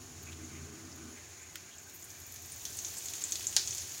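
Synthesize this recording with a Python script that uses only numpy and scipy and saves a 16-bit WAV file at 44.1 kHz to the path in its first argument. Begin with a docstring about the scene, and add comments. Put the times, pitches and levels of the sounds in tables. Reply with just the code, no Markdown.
"""A small kitchen, close to a metal pan where chillies fry in a little hot oil.
Countless tiny bubbles burst into a sizzle. Powder shaken in foams from about 2 s: the sizzle thickens,
larger bubbles pop, and one bursts loudly near the end. Fingers rustle and tap on the plastic powder
bottle. A low motor-like drone fills the first second, then sinks into house rumble and room tone."""
import sys
import numpy as np
from scipy import signal
from scipy.fft import rfft, irfft
from scipy.io import wavfile
from scipy.ndimage import uniform_filter1d

SR = 44100
rng = np.random.default_rng(int(sys.argv[2]) if len(sys.argv) > 2 else 0)


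def wav_out(sig):
    """Save sig, one row per channel (or a flat mono array), as 16-bit PCM at SR to the path in sys.argv[1]."""
    wavfile.write(sys.argv[1], SR, np.round(np.clip(np.atleast_2d(sig).T, -1, 1) * 32767).astype(np.int16))


N = 176400
T, HZ = np.arange(N) / SR, np.fft.rfftfreq(N, 1 / SR)
CLICK_HZ = np.fft.rfftfreq(2048, 1 / SR)

# sizzle layers, oil, foaming powder and finest fizz: (frequency [Hz], level [dB])
OIL_EQ = [(500, -30), (1500, -20), (3000, -12.5), (4400, -12.5), (5700, -6.5), (6400, -3.5), (6900, 0),
          (7400, -7.5), (8100, -18.5), (9500, -15), (11500, -21.5), (16000, -20.5)]
FOAM_EQ = [(300, -18.5), (380, -7.5), (480, -14), (1000, -19), (2500, -13.5), (4000, -8.5), (5200, -2.5),
           (6700, 3.5), (8200, -8), (10000, -8.5), (12000, -15.5), (16000, -15.5)]
FIZZ_EQ = [(3000, -42), (7500, -1), (10000, -16), (13000, -3), (16000, -6.5)]
# their fader rides: (time [s], level [dB])
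OIL_FADER = [(0, -52), (.6, -52.5), (1.1, -52.5), (1.8, -54), (2.3, -54), (2.8, -48.5), (3.3, -51.5),
             (3.7, -48.5), (4, -46)]
FOAM_FADER = [(0, -75), (1.8, -85), (2.1, -58), (2.5, -53.5), (2.75, -48.5), (3.1, -44.5), (3.5, -44),
              (3.65, -42.5), (4, -48.5)]
FIZZ_FADER = [(0, -88), (1.85, -64), (1.95, -55.5), (2.15, -57.5), (2.45, -57), (2.8, -51), (3.3, -52.5),
              (3.7, -57), (4, -52)]
# popping bubbles, before trims: (time [s], level [dB], ring [Hz], body [dB], treble [dB])
POPS = [(1.7823, -33.5, 6970, -30, -24), (1.8967, -38.5, 6860, -18.5, -9), (2.0242, -34, 7000, -27, -11),
        (2.1031, -33, 6200, -31, -17), (2.2017, -42, 7000, -27, -6), (2.323, -34, 6600, -28, -9),
        (2.36, -33, 6040, -19, -11), (2.52, -30.5, 8900, -29, -18), (2.6526, -22.5, 5950, -16.5, -10.5),
        (2.7887, -23.5, 6600, -24, -14), (2.8474, -22, 6300, -21, -29), (2.9774, -41, 7160, -28, -10),
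        (3.057, -24.5, 6960, -27, -24), (3.0845, -25, 6500, -20, -21), (3.1361, -26, 6800, -32, -22),
        (3.153, -30, 6800, -31, -8), (3.2388, -18.5, 7160, -30, -45), (3.3209, -16, 6450, -22, -16),
        (3.3556, -24, 6340, -12, -33), (3.4688, -16, 6870, -44, -16), (3.6742, -19, 6570, -24, -43),
        (3.7078, -20.5, 6570, -39, -35), (3.7483, -24, 6760, -25, -9.5), (3.7812, -22, 6700, -23, -16)]
# ticks on the oil's surface, before trim: (time [s], level [dB], centre [Hz])
TICKS = [(0.4928, -51, 9080), (0.9602, -48, 13100), (1.9471, -42, 13300), (1.9979, -45, 12600),
         (2.043, -39, 9210), (2.2015, -40, 12400), (2.2659, -38, 14600), (2.3221, -37, 12300),
         (2.3421, -39, 11700), (2.423, -39.5, 12300), (2.4594, -40, 11900), (2.5617, -39, 15100),
         (2.7049, -38, 8650), (2.7716, -33, 8330), (2.9844, -30.5, 8070), (3.31, -32, 8240),
         (3.3669, -37, 12200), (3.4078, -38, 14900), (3.4271, -39, 9910), (3.6436, -41, 8420)]
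# the loud burst's snap and spray: (frequency [Hz], level [dB])
SNAP_EQ = [(1500, -33), (3000, -12), (4200, -1), (6800, 7), (8000, -5), (10500, -4.5), (12500, -31),
           (16000, -13)]
SPRAY_EQ = [(400, -26.5), (850, -9.5), (1150, -18), (1500, -6), (2700, -11.5), (3500, -3), (5000, 0),
            (6800, -2), (8000, -9), (10300, -8.5), (12500, -23.5), (16000, -19)]
# hisses from pan and bottle: (time [s], length [s], centre [Hz], width [Hz], level [dB])
SPURTS = [(0.222, .025, 13500, 3000, -55.5), (0.259, 0.052, 2410, 400, -52.5),
          (.315, 0.027, 3200, 1800, -52.5), (0.438, 0.024, 6660, 700, -49), (0.511, 0.099, 2340, 800, -57),
          (.91, 0.03, 5500, 1380, -53), (1.073, .08, 10400, 1400, -65), (1.15, 0.066, 2160, 600, -59),
          (1.402, 0.047, 7000, 895, -55), (1.409, .06, 2200, 600, -59.5), (1.702, .06, 3140, 800, -58),
          (1.942, 0.032, 13000, 5000, -52), (2.959, .04, 7400, 1400, -44.5), (3.472, .03, 7000, 1300, -40)]
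# finger tap on the bottle: (frequency [Hz], level [dB])
TAP_EQ = [(300, -32), (1050, -18), (1400, 1), (2300, 1), (3300, -5), (4100, -6), (4900, -4), (6700, 0),
          (8500, -8.5), (15500, -6.5)]
# plastic squeaks: (centre [Hz], width [Hz], level [dB])
SQUEAK_BANDS = [(1563, 240, -0.5), (1780, 150, -3), (2044, 240, -3), (2330, 320, -0.5), (2670, 460, -7.5)]
# hum tones: (frequency [Hz], level [dB])
HUM_TONES = [(84, -54), (140, -60.5), (167, -67)]
# drone resonances: (centre [Hz], width [Hz], level [dB])
DRONE_BANDS = [(207, 33, -66), (249.4, 37, -58.5), (321.6, 26, -59), (407.3, 45, -64.5), (1227, 210, -69),
               (1495, 160, -69.5)]
# fader rides on squeaks, hum and drone: (time [s], level [dB])
SQUEAK_FADER = [(0, -74), (.3, -68), (.6, -67), (.8, -68.5), (1.1, -70.5), (1.19, -67), (1.55, -68),
                (1.85, -69), (2.12, -66), (2.4, -69), (4, -66.5)]
HUM_FADER = [(0, -6), (.3, 0.5), (.45, -3.5), (.63, 6.5), (.8, -6), (1.05, -1), (1.2, -17), (2.4, -21),
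             (4, -12.5)]
DRONE_FADER = [(0, -7), (.3, 0), (.47, 0.5), (.8, 1.5), (.96, -0.5), (1.05, 4), (1.14, 0.5), (1.18, -17),
               (3.3, -18.5), (4, -14)]
# house rumble, room tone, its stereo side and the kitchen's reverb: (frequency [Hz], level [dB])
RUMBLE_EQ = [(20, -21), (40, -36), (53, -9.5), (68, -11.5), (86, 3.5), (100, -1), (125, -8.5), (160, -21),
             (300, -33.5)]
ROOM_TONE_EQ = [(110, -2), (170, 1), (250, -0.5), (370, 3.5), (470, -3.5), (640, -3), (800, -1.5),
                (950, -5.5), (1300, -6.5), (2000, -11), (3000, -12.5), (5500, -43)]
SIDE_EQ = [(60, -9), (550, 4), (1500, -12.5), (4000, -34)]
REVERB_EQ = [(200, -8), (1500, -4.5), (3000, -0.5), (4500, 2.5), (6800, 0.5), (8500, -7), (12000, -8.5),
             (16000, -9)]
# fader rides on rumble and room tone: (time [s], level [dB])
RUMBLE_FADER = [(0, -56.5), (1.2, -60.5), (1.5, -63), (2.3, -60.5), (2.75, -54.5), (3.2, -63.5),
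                (3.55, -53.5), (4, -58)]
ROOM_TONE_FADER = [(0, 2), (1.1, 2.5), (1.4, 0.5), (2.2, 0), (2.8, 2), (3.4, 3), (4, -0.5)]
# early reflections off the pan wall and nearby surfaces: (delay [s], gain [linear])
ECHOES = [(.0009, .35), (.0031, .25), (.0041, 0.28), (.0052, .25), (0.019, .1)]


def frying():
    """The oil's steady sizzle, joined by foam and fizz as the powder wets."""
    oil = sizzle(OIL_EQ, per_s=5000, spread_db=2.5, cap_db=11, tint_db=2, wet_db=3)
    foam = sizzle(FOAM_EQ, per_s=3500, spread_db=3.5, cap_db=23.5, tint_db=4.5, wet_db=3)
    fizz = sizzle(FIZZ_EQ, per_s=1500, spread_db=4, cap_db=20.5, tint_db=3, wet_db=-1.5)
    return oil * fader(OIL_FADER) + foam * fader(FOAM_FADER) + fizz * fader(FIZZ_FADER)


def sizzle(colour, per_s, spread_db, cap_db, tint_db, wet_db, spots=10):
    """Tiny bubbles of uneven size burst, each spot in the pan with its own tint."""
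    out = np.zeros(N)
    for _ in range(spots):
        bursts = crackle(per_s / spots, spread_db, cap_db)
        tint = amp(tint_db * ripple(CLICK_HZ))
        grain = unit(click(eq(colour, CLICK_HZ) * tint))
        grains = signal.oaconvolve(bursts, grain)[:N]
        out += space(grains, ring_db=3 + wet_db, room_db=-7.5 + wet_db)
    return unit(out)


def pops(trim_db=-2, body_trim_db=15, treble_trim_db=5.5, delay_s=.0006):
    """Larger bubbles snap open: a brief ring, a lower body and a bright edge."""
    out = np.zeros(N)
    body = click(band(CLICK_HZ, centre=4060, width=3400))
    treble = click(band(CLICK_HZ, centre=10160, width=4800))
    for s, db, ring_hz, body_db, treble_db in POPS:
        ring = click(band(CLICK_HZ, ring_hz, width=2500) ** 2)
        pop = ring + amp(body_db + body_trim_db) * body + amp(treble_db + treble_trim_db) * treble
        wet = space(np.pad(pop, (0, SR // 3)), ring_db=-1, room_db=-5)
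        place(out, s + delay_s, amp(db + trim_db) * wet)
    return out


def ticks(trim_db=4):
    """The smallest bubbles give only a bright tick."""
    out = np.zeros(N)
    for s, db, hz in TICKS:
        tick = np.pad(click(band(CLICK_HZ, hz, width=3300)), (0, SR // 3))
        place(out, s, amp(db + trim_db) * space(tick, ring_db=-2, room_db=-3))
    return out


def oil_burst(s=3.5655):
    """One bubble bursts loudly: a tight snap with a longer wash of spray."""
    snap = space(crack(s, SNAP_EQ, db=-6.5), ring_db=-1.5, room_db=-8, ring_t60=.021)
    spray = space(crack(s, SPRAY_EQ, db=-18.5), ring_db=13, room_db=8, ring_t60=.06)
    return snap + spray


def spurts():
    """Short scratchy hisses: runs of tiny clicks through one resonance, faded in and out."""
    out = np.zeros(N)
    for s, length, hz, width, db in SPURTS:
        arch = np.sin(np.pi * np.arange(0, 1, 1 / (length * SR)))
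        clicks = crackle(per_s=900, spread_db=3, cap_db=9)
        scratch = irfft(rfft(clicks) * band(HZ, hz, width), N)
        place(out, s, amp(db) * arch * unit(scratch[:len(arch)]))
    return out


def bottle_tap(s=1.5565):
    """A finger taps the powder bottle and the plastic chatters briefly."""
    return space(crack(s, TAP_EQ, db=-24), ring_db=7, room_db=.5, ring_t60=.021)


def bottle_rustle(flicker_db=5, flicker_hz=22):
    """Fingers slide on the bottle: narrow squeaks, each coming and going on its own."""
    slow = 1 / (1 + (HZ / flicker_hz) ** 4)
    out = np.zeros(N)
    for hz, width, db in SQUEAK_BANDS:
        squeak = noise(band(HZ, hz, width))
        flicker = amp(flicker_db * np.clip(noise(slow), -2, 1))
        out += amp(db) * unit(squeak * flicker)
    return out * fader(SQUEAK_FADER)


def motor_drone(waver_hz=1):
    """A motor-like bed: low tones waver together under rough bands of noise."""
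    waver = waver_hz * noise(1 / (1 + (HZ / 4) ** 4) * (HZ > 1))
    drift = np.cumsum(waver) / SR
    hum = sum(amp(db) * unit(np.sin(2 * np.pi * (hz * T + drift + rng.random())))
              for hz, db in HUM_TONES)
    drone = sum(amp(db) * noise(band(HZ, hz, width)) for hz, width, db in DRONE_BANDS)
    return hum * fader(HUM_FADER) + drone * fader(DRONE_FADER)


def house_rumble():
    """The low end of the house, slowly swelling and sinking."""
    return noise(eq(RUMBLE_EQ, HZ)) * fader(RUMBLE_FADER)


def room_tone(ripple_db=2.5, mid_db=-61.5, side_db=-83):
    """Kitchen air, rippled by the room's many resonances, with a touch of stereo width."""
    resonances = amp(ripple_db * ripple(HZ) * np.minimum(HZ / 500, 1))
    mid = amp(mid_db) * noise(eq(ROOM_TONE_EQ, HZ) * resonances) * fader(ROOM_TONE_FADER)
    side = amp(side_db) * noise(eq(SIDE_EQ, HZ))
    return mid + np.outer([1, -1], side)


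def space(x, ring_db, room_db, ring_t60=.054, room_t60=.28):
    """Dry sound plus early echoes, a quick ring in pan or bottle and the kitchen's tail."""
    t, hz = T[:SR // 2], np.fft.rfftfreq(SR // 2, 1 / SR)
    ring, tail = rng.choice([-1., 1.], (2, len(t)))
    ring = ring * amp(-60 * t / ring_t60)
    tail = irfft(rfft(tail) * eq(REVERB_EQ, hz), len(t)) * amp(-60 * t / room_t60)
    response = amp(ring_db) * ring / np.linalg.norm(ring) + amp(room_db) * tail / np.linalg.norm(tail)
    response[0] = 1
    for delay, gain in ECHOES:
        response[round(delay * SR)] += gain
    return signal.oaconvolve(x, response)[:len(x)]


def crackle(per_s, spread_db, cap_db):
    """Randomly timed impulses, mostly small, a few hot."""
    sizes = amp(np.minimum(spread_db * rng.exponential(1, N), cap_db))
    return sizes * rng.choice([-1, 1], N) * (rng.random(N) < per_s / SR)


def crack(s, colour, db):
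    """One dry, sharp hit on an empty track."""
    out = np.zeros(N)
    place(out, s, amp(db) * click(eq(colour, CLICK_HZ)))
    return out


def click(spectrum):
    """A minimum-phase click of height 1."""
    log_gain = np.log(np.maximum(np.r_[spectrum, spectrum[-2:0:-1]], 1e-5))
    wave = np.fft.ifft(np.exp(np.conj(signal.hilbert(log_gain)))).real
    return wave / abs(wave).max()


def noise(spectrum):
    """Coloured noise at rms 1."""
    return unit(irfft(rfft(rng.standard_normal(N)) * spectrum, N))


def ripple(hz):
    """Random bumps and dips across the spectrum, at rms 1."""
    return unit(uniform_filter1d(rng.standard_normal(len(hz)), size=70))


def band(hz, centre, width):
    """Gain of a steep-sided resonance."""
    return 1 / (1 + ((hz ** 2 - centre ** 2) / ((hz + 1) * width)) ** 2)


def eq(points, hz):
    """Gain over frequency, rolling off below the first point."""
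    knots, db = np.transpose(points)
    low_cut = np.minimum(hz / knots[0], 1) ** 2
    return amp(np.interp(np.log(hz + 1), np.log(knots), db)) * low_cut


def fader(points):
    """Gain over time."""
    return amp(np.interp(T, *np.transpose(points)))


def amp(db):
    """Decibels to gain."""
    return 10 ** (np.asarray(db) / 20)


def unit(x):
    """Scales to rms 1."""
    return x / np.sqrt(np.mean(x ** 2) + 1e-20)


def place(mix, s, sound):
    """Mixes a sound in at s seconds."""
    part = mix[round(s * SR):][:len(sound)]
    part += sound[:len(part)]


def scene():
    """Pan and bottle in the centre, the kitchen around them."""
    hits = oil_burst() + bottle_tap()
    rumble = house_rumble()
    pan = frying() + pops() + ticks()
    return pan + hits + bottle_rustle() + spurts() + motor_drone() + rumble + room_tone()


def record(dry, cutoff_hz=16000):
    """A steep high cut on the master."""
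    high_cut = signal.firwin(511, cutoff_hz, window=("kaiser", 9), fs=SR)
    return signal.oaconvolve(dry, high_cut[None], "same")


dry = scene()
out = record(dry)
wav_out(out)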